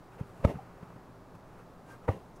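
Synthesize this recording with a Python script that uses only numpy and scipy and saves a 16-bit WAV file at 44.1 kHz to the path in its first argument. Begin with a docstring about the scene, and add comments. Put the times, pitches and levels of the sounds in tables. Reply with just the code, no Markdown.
"""Soft brushing, small taps and two drum-like pops: hand embroidery, close up in a quiet room.
Hand and thread brush cloth stretched in a hoop, and the needle tip nudges it. Twice the needle's eye
catches in the weave, slips in a few quick jerks and pops through: the cloth thumps like a small drum
and the thread rasps after it. The thread also squeaks faintly and gives one last flick."""
import sys
import numpy as np
from scipy import signal
from scipy.fft import rfft, irfft
from scipy.io import wavfile

SR = 44100
rng = np.random.default_rng(int(sys.argv[2]) if len(sys.argv) > 2 else 0)


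def to_wav(s):
    """Save 16-bit WAV."""
    ch = np.atleast_2d(s).T  # columns
    pcm = np.round(np.clip(ch, -1, 1) * 32767)  # PCM
    wavfile.write(sys.argv[1], SR, pcm.astype(np.int16))


N = 105840
T = np.arange(N) / SR
FREQS = np.arange(N // 2 + 1) * SR / N
CRACKLE_FALL_S = 0.0071

# tone of cloth being rubbed: (frequency [Hz], level [dB])
RUB_TONE = [(100, -5.5), (500, 11.5), (900, 4.5), (1250, 7), (1800, -3), (2700, -6.5), (3600, -22),
            (16000, -31.5)]
# tone of hissing, crackling fibres: (frequency [Hz], level [dB])
HISS_TONE = [(1000, 0), (3000, 7), (4000, 3.5), (5200, -4), (6300, 1), (7300, -5), (8500, -2),
             (10300, -2.5), (11800, -5), (16000, -11)]


def undb(db):
    """Turn decibels into a number to multiply by."""
    return 10 ** (np.asarray(db) / 20)


def unit(x):
    """Scale a sound to an average (rms) level of 1."""
    return x / np.sqrt(np.mean(x ** 2))


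def colour(x, points):
    """Shape a sound's tone along (Hz, dB) points, at average level 1."""
    hz, db = np.array(points).T
    curve_db = np.interp(np.log(np.maximum(FREQS, 1)), np.log(hz), db)
    return unit(irfft(rfft(x) * undb(curve_db), N))


def keep_band(x, hz, kind, order=2):
    """Keep the "low" or the "high" side of a frequency."""
    return signal.sosfilt(signal.butter(order, hz, kind, fs=SR, output="sos"), x)


def swell(at, rise, fall):
    """A level that grows to a sharp peak and dies away."""
    return np.exp(np.minimum((T - at) / rise, (at - T) / fall))


def stroke(at, half_width):
    """A level that rises and falls smoothly."""
    return np.exp(-((T - at) / half_width) ** 2)


def waver(hz, width_hz):
    """A wavering tone: noise narrowed around one pitch."""
    return unit(irfft(rfft(rng.standard_normal(N)) / (1 + ((FREQS - hz) / width_hz) ** 2), N))


def fibres(tone, clicks_per_s=7000, scatter_db=1.5):
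    """Fibres catching on each other make many tiny clicks."""
    hit = rng.random(N) < clicks_per_s / SR
    size = undb(scatter_db * rng.exponential(size=N))
    return colour(hit * size * rng.choice([-1, 1], N), tone)


def room_air():
    """Steady room noise with a faint, wavering low drone."""
    # tones of the drone: (pitch [Hz], level [dB])
    drone_tones = [(121, -63.5), (175, -62.5), (260, -70), (392, -68.5)]
    # tone of the room noise: (frequency [Hz], level [dB])
    air_tone = [(25, -1.5), (70, -5), (120, -1.5), (200, -5.5), (300, -5.5), (480, -8), (720, -8),
                (1100, -10.5), (1500, -17.5), (2000, -24.5), (3000, -31.5), (4500, -33), (8000, -38.5),
                (15500, -42.5)]
    drone = sum(undb(db) * waver(hz, width_hz=5.9) for hz, db in drone_tones)
    return undb(-53.5) * colour(rng.standard_normal(N), air_tone) + drone


def faint_side_tones():
    """A barely audible, steady low sound, opposite in left and right."""
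    # tone of the side sound: (frequency [Hz], level [dB])
    side_tone = [(18, -68), (30, -23), (192, -1), (284, -31), (389, -8.5), (492, -34), (656, -11),
                 (1080, -25.5), (1360, -43.5), (15500, -65)]
    return undb(-71.5) * colour(rng.standard_normal(N), side_tone)


def brushes():
    """Hand and loose thread slide over the cloth with a rub and a light hiss."""
    # strokes over the cloth: (time [s], half width [s], rub [dB], hiss [dB])
    touches = [(.145, 0.034, -57.5, -74.5), (0.201, 0.016, -49.5, -72), (.28, 0.041, -64, -75),
               (0.41, 0.09, -59, -72.5), (0.597, 0.06, -65, -79), (.8, 0.3, -59.5, -84),
               (1.354, 0.0056, -61, -70), (1.538, 0.093, -62, -83), (1.918, 0.047, -54.5, -67),
               (1.6, 0.023, -60.5, -81), (2.05, .025, -56.5, -77)]
    # tone of their hiss: (frequency [Hz], level [dB])
    swish_tone = [(1500, -10), (3000, 0), (5000, -2.5), (8000, -1), (11500, -3.5), (13000, -8),
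                  (16000, -10)]
    rub = colour(rng.standard_normal(N), RUB_TONE)
    hiss = fibres(swish_tone)
    return sum(stroke(at, half_width) * (undb(rub_db) * rub + undb(hiss_db) * hiss)
               for at, half_width, rub_db, hiss_db in touches)


def nudges():
    """The needle tip pushes the cloth, which sways once or twice with a slight scratch."""
    # soft pushes: (time [s], level [dB], pitch [Hz], scratch [dB])
    pushes = [(0.2125, -21, 129, -62), (0.234, -35.5, 89.5, -53), (.402, -35, 109, -61),
              (.545, -30, 120, -53), (0.558, -27, 152, -49.5), (0.573, -30.5, 136, -65),
              (0.831, -33, 153, -48), (0.904, -44, 175, -54), (0.964, -36.5, 148, -54),
              (1.354, -37, 139, -53.5)]
    out, scratch = 0, fibres(RUB_TONE)
    for at, db, hz, scratch_db in pushes:
        sway = np.sin(2 * np.pi * hz * (T - at))
        out += undb(db) * sway * swell(at, rise=0.0017, fall=0.0036)
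        out += undb(scratch_db) * scratch * swell(at, rise=0.0065, fall=0.0065)
    return out


def thread_pulls(rise_s=0.0071):
    """Thread drawn through the hole rasps on the cloth and hisses."""
    # pulls of the thread: (start [s], length [s], fade [s], rasp [dB], hiss [dB])
    pulls = [(0.425, 0.015, .005, -43, -71), (0.466, 0.042, 0.015, -33.5, -61.5),
             (2.074, 0.042, 0.041, -37.5, -63.5)]
    # tone of the rasp: (frequency [Hz], level [dB])
    rasp_tone = [(30, -26), (80, 0), (190, 2.5), (300, -4.5), (380, 1), (530, -2), (700, -5.5), (1080, -14),
                 (1350, -34), (1850, -19), (2400, -29.5), (2750, -24), (3300, -40), (16000, -52)]
    out, rasp, hiss = 0, fibres(rasp_tone), fibres(HISS_TONE)
    for start, length, fade, rasp_db, hiss_db in pulls:
        onset = np.clip((T - start) / rise_s, 0, 1)
        slowing = np.maximum(T - start - length, 0) / fade
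        out += undb(rasp_db) * rasp * onset * np.exp(-slowing)
        out += undb(hiss_db) * hiss * onset * np.exp(-slowing / 2)  # lingers twice as long
    return out


def needle_slips(at, gap, growth, count=4, slowing=0.013, jitter=0.035):
    """The caught needle scrapes and slips in growing, nearly even jerks, then comes free."""
    k = np.arange(1, count + 1)
    lead_s = gap * (k * (1 + slowing * (k - 1)) + jitter * rng.standard_normal(count))
    scrape = undb(-30) * rng.standard_normal(N) * swell(at, growth, CRACKLE_FALL_S)
    push = scrape * (T > at - lead_s[-1])
    push[((at - lead_s) * SR).astype(int)] = undb(-4) * np.exp(-lead_s / growth)  # the jerks
    push[int(at * SR)] = 1  # the full release
    return push


def hoop_ring(pitch_factor, rise_s=0.00098):
    """One jerk sets cloth and hoop ringing with several short tones."""
    # ringing tones: (base pitch [Hz], time to fade by 60 dB [s], level [dB])
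    tones = [(479, 0.012, -5.5), (563.6, 0.021, -8), (839, 0.031, -9), (1020, .02, -58), (1227, 0.031, -15),
             (1390, 0.009, -28), (2094, 0.016, -20.5), (2203, .016, -22), (3960, 0.012, -30)]
    t = T[:SR // 4]
    ring = sum(undb(db - 60 * t / fade) * np.cos(2 * np.pi * hz * pitch_factor * t)
               for hz, fade, db in tones)
    return ring * (1 - np.exp(-t / rise_s))


def cloth_drum(at, hz, fade, overtones_db, rise_s=0.0027):
    """The released cloth swings back like a drum skin."""
    # the cloth's higher tones: (pitch [times the main pitch], fade [times the base fade], level [dB])
    overtones = [(1.9, 0.19, -4.5), (3.0, 0.26, -9)]

    def swing(multiple, share):
        return np.cos(2 * np.pi * hz * multiple * (T - at)) * swell(at, rise_s, fade * share)

    higher = sum(undb(db) * swing(multiple, share) for multiple, share, db in overtones)
    return swing(1, 0.6) + undb(overtones_db) * higher


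def needle_pops():
    """The needle's eye pops through: a snap, a puff of air, a thump and crackling fibres."""
    # pops: (time [s], snap [dB], snap treble limit [Hz], gap between slips [s], slip growth [s],
    # hoop pitch [factor], crackle [dB], drum delay [s], drum pitch [Hz], drum [dB],
    # drum base fade [s], overtones [dB])
    pops = [(0.4482, -10.5, 3430, 0.001738, 0.007, 1.048, -44.5, .0045, 78.3, -12, 0.014, -5),
            (2.0883, -10.5, 2500, 0.002027, 0.021, .95, -58.5, 0.00723, 96.6, -17, 0.016, -21.5)]
    out, crackle = 0, keep_band(fibres(HISS_TONE), 10700, "low")
    for at, snap_db, top_hz, gap, growth, pitch, crackle_db, delay, hz, drum_db, fade, over_db in pops:
        ringing = signal.fftconvolve(needle_slips(at, gap, growth), hoop_ring(pitch))[:N]
        snap = keep_band(ringing, top_hz, "low", order=3)
        puff = undb(-5.5) * stroke(at + 0.00174, half_width=0.00054)  # air pushed by the cloth
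        out += undb(snap_db) * (snap + puff)
        out -= undb(drum_db) * cloth_drum(at + delay, hz, fade, over_db)  # minus: it swings back
        out += undb(crackle_db) * crackle * swell(at + delay / 2, rise=0.0041, fall=CRACKLE_FALL_S)
    return out


def thread_squeaks():
    """The thread squeaks in faint, wavering tones."""
    # squeaks: (time [s], half width [s], pitch [Hz], level [dB])
    squeaks = [(.592, 0.0061, 780, -44), (1.914, 0.037, 1580, -56.5), (2.6, .022, 1220, -58)]
    return sum(undb(db) * stroke(at, half_width) * waver(hz, width_hz=14)
               for at, half_width, hz, db in squeaks)


def thread_flick():
    """Loose thread flicks with a short, bright hiss."""
    # tone of the flick: (frequency [Hz], level [dB])
    flick_tone = [(3000, -26), (5000, -9), (6200, -2), (7300, -10), (9500, -10), (12000, -18), (16000, -16)]
    return undb(-67.5) * stroke(at=2.365, half_width=0.011) * colour(rng.standard_normal(N), flick_tone)


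def add_room_echo(x, level_db=-16.5, fade_s=0.16, delay_s=0.013):
    """A small furnished room adds a short, faint echo with little bass."""
    t = T[:SR // 2]
    tail = rng.standard_normal(len(t)) * undb(-60 * t / fade_s) * (t > delay_s)
    echo = signal.fftconvolve(keep_band(x, 251, "high"), tail / np.linalg.norm(tail))[:N]
    return x + undb(level_db) * echo


def scene(low_cut_hz=20):
    """Handwork and room noise sit in the centre, with a barely audible steady sound that differs left and
    right."""
    work = needle_pops() + nudges() + thread_pulls() + brushes() + thread_squeaks() + thread_flick()
    bass_cut = FREQS ** 4 / (FREQS ** 4 + low_cut_hz ** 4)  # the small hoop gives off no deep bass
    work = irfft(rfft(work) * bass_cut, N)
    centre = room_air() + add_room_echo(work)
    side = faint_side_tones()
    return np.array([centre + side, centre - side])


def record(dry):
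    """Cut away the highest treble, above 15750 Hz."""
    return signal.sosfilt(signal.ellip(10, .2, 70, 15750, fs=SR, output="sos"), dry)


dry = scene()
out = record(dry)
to_wav(out)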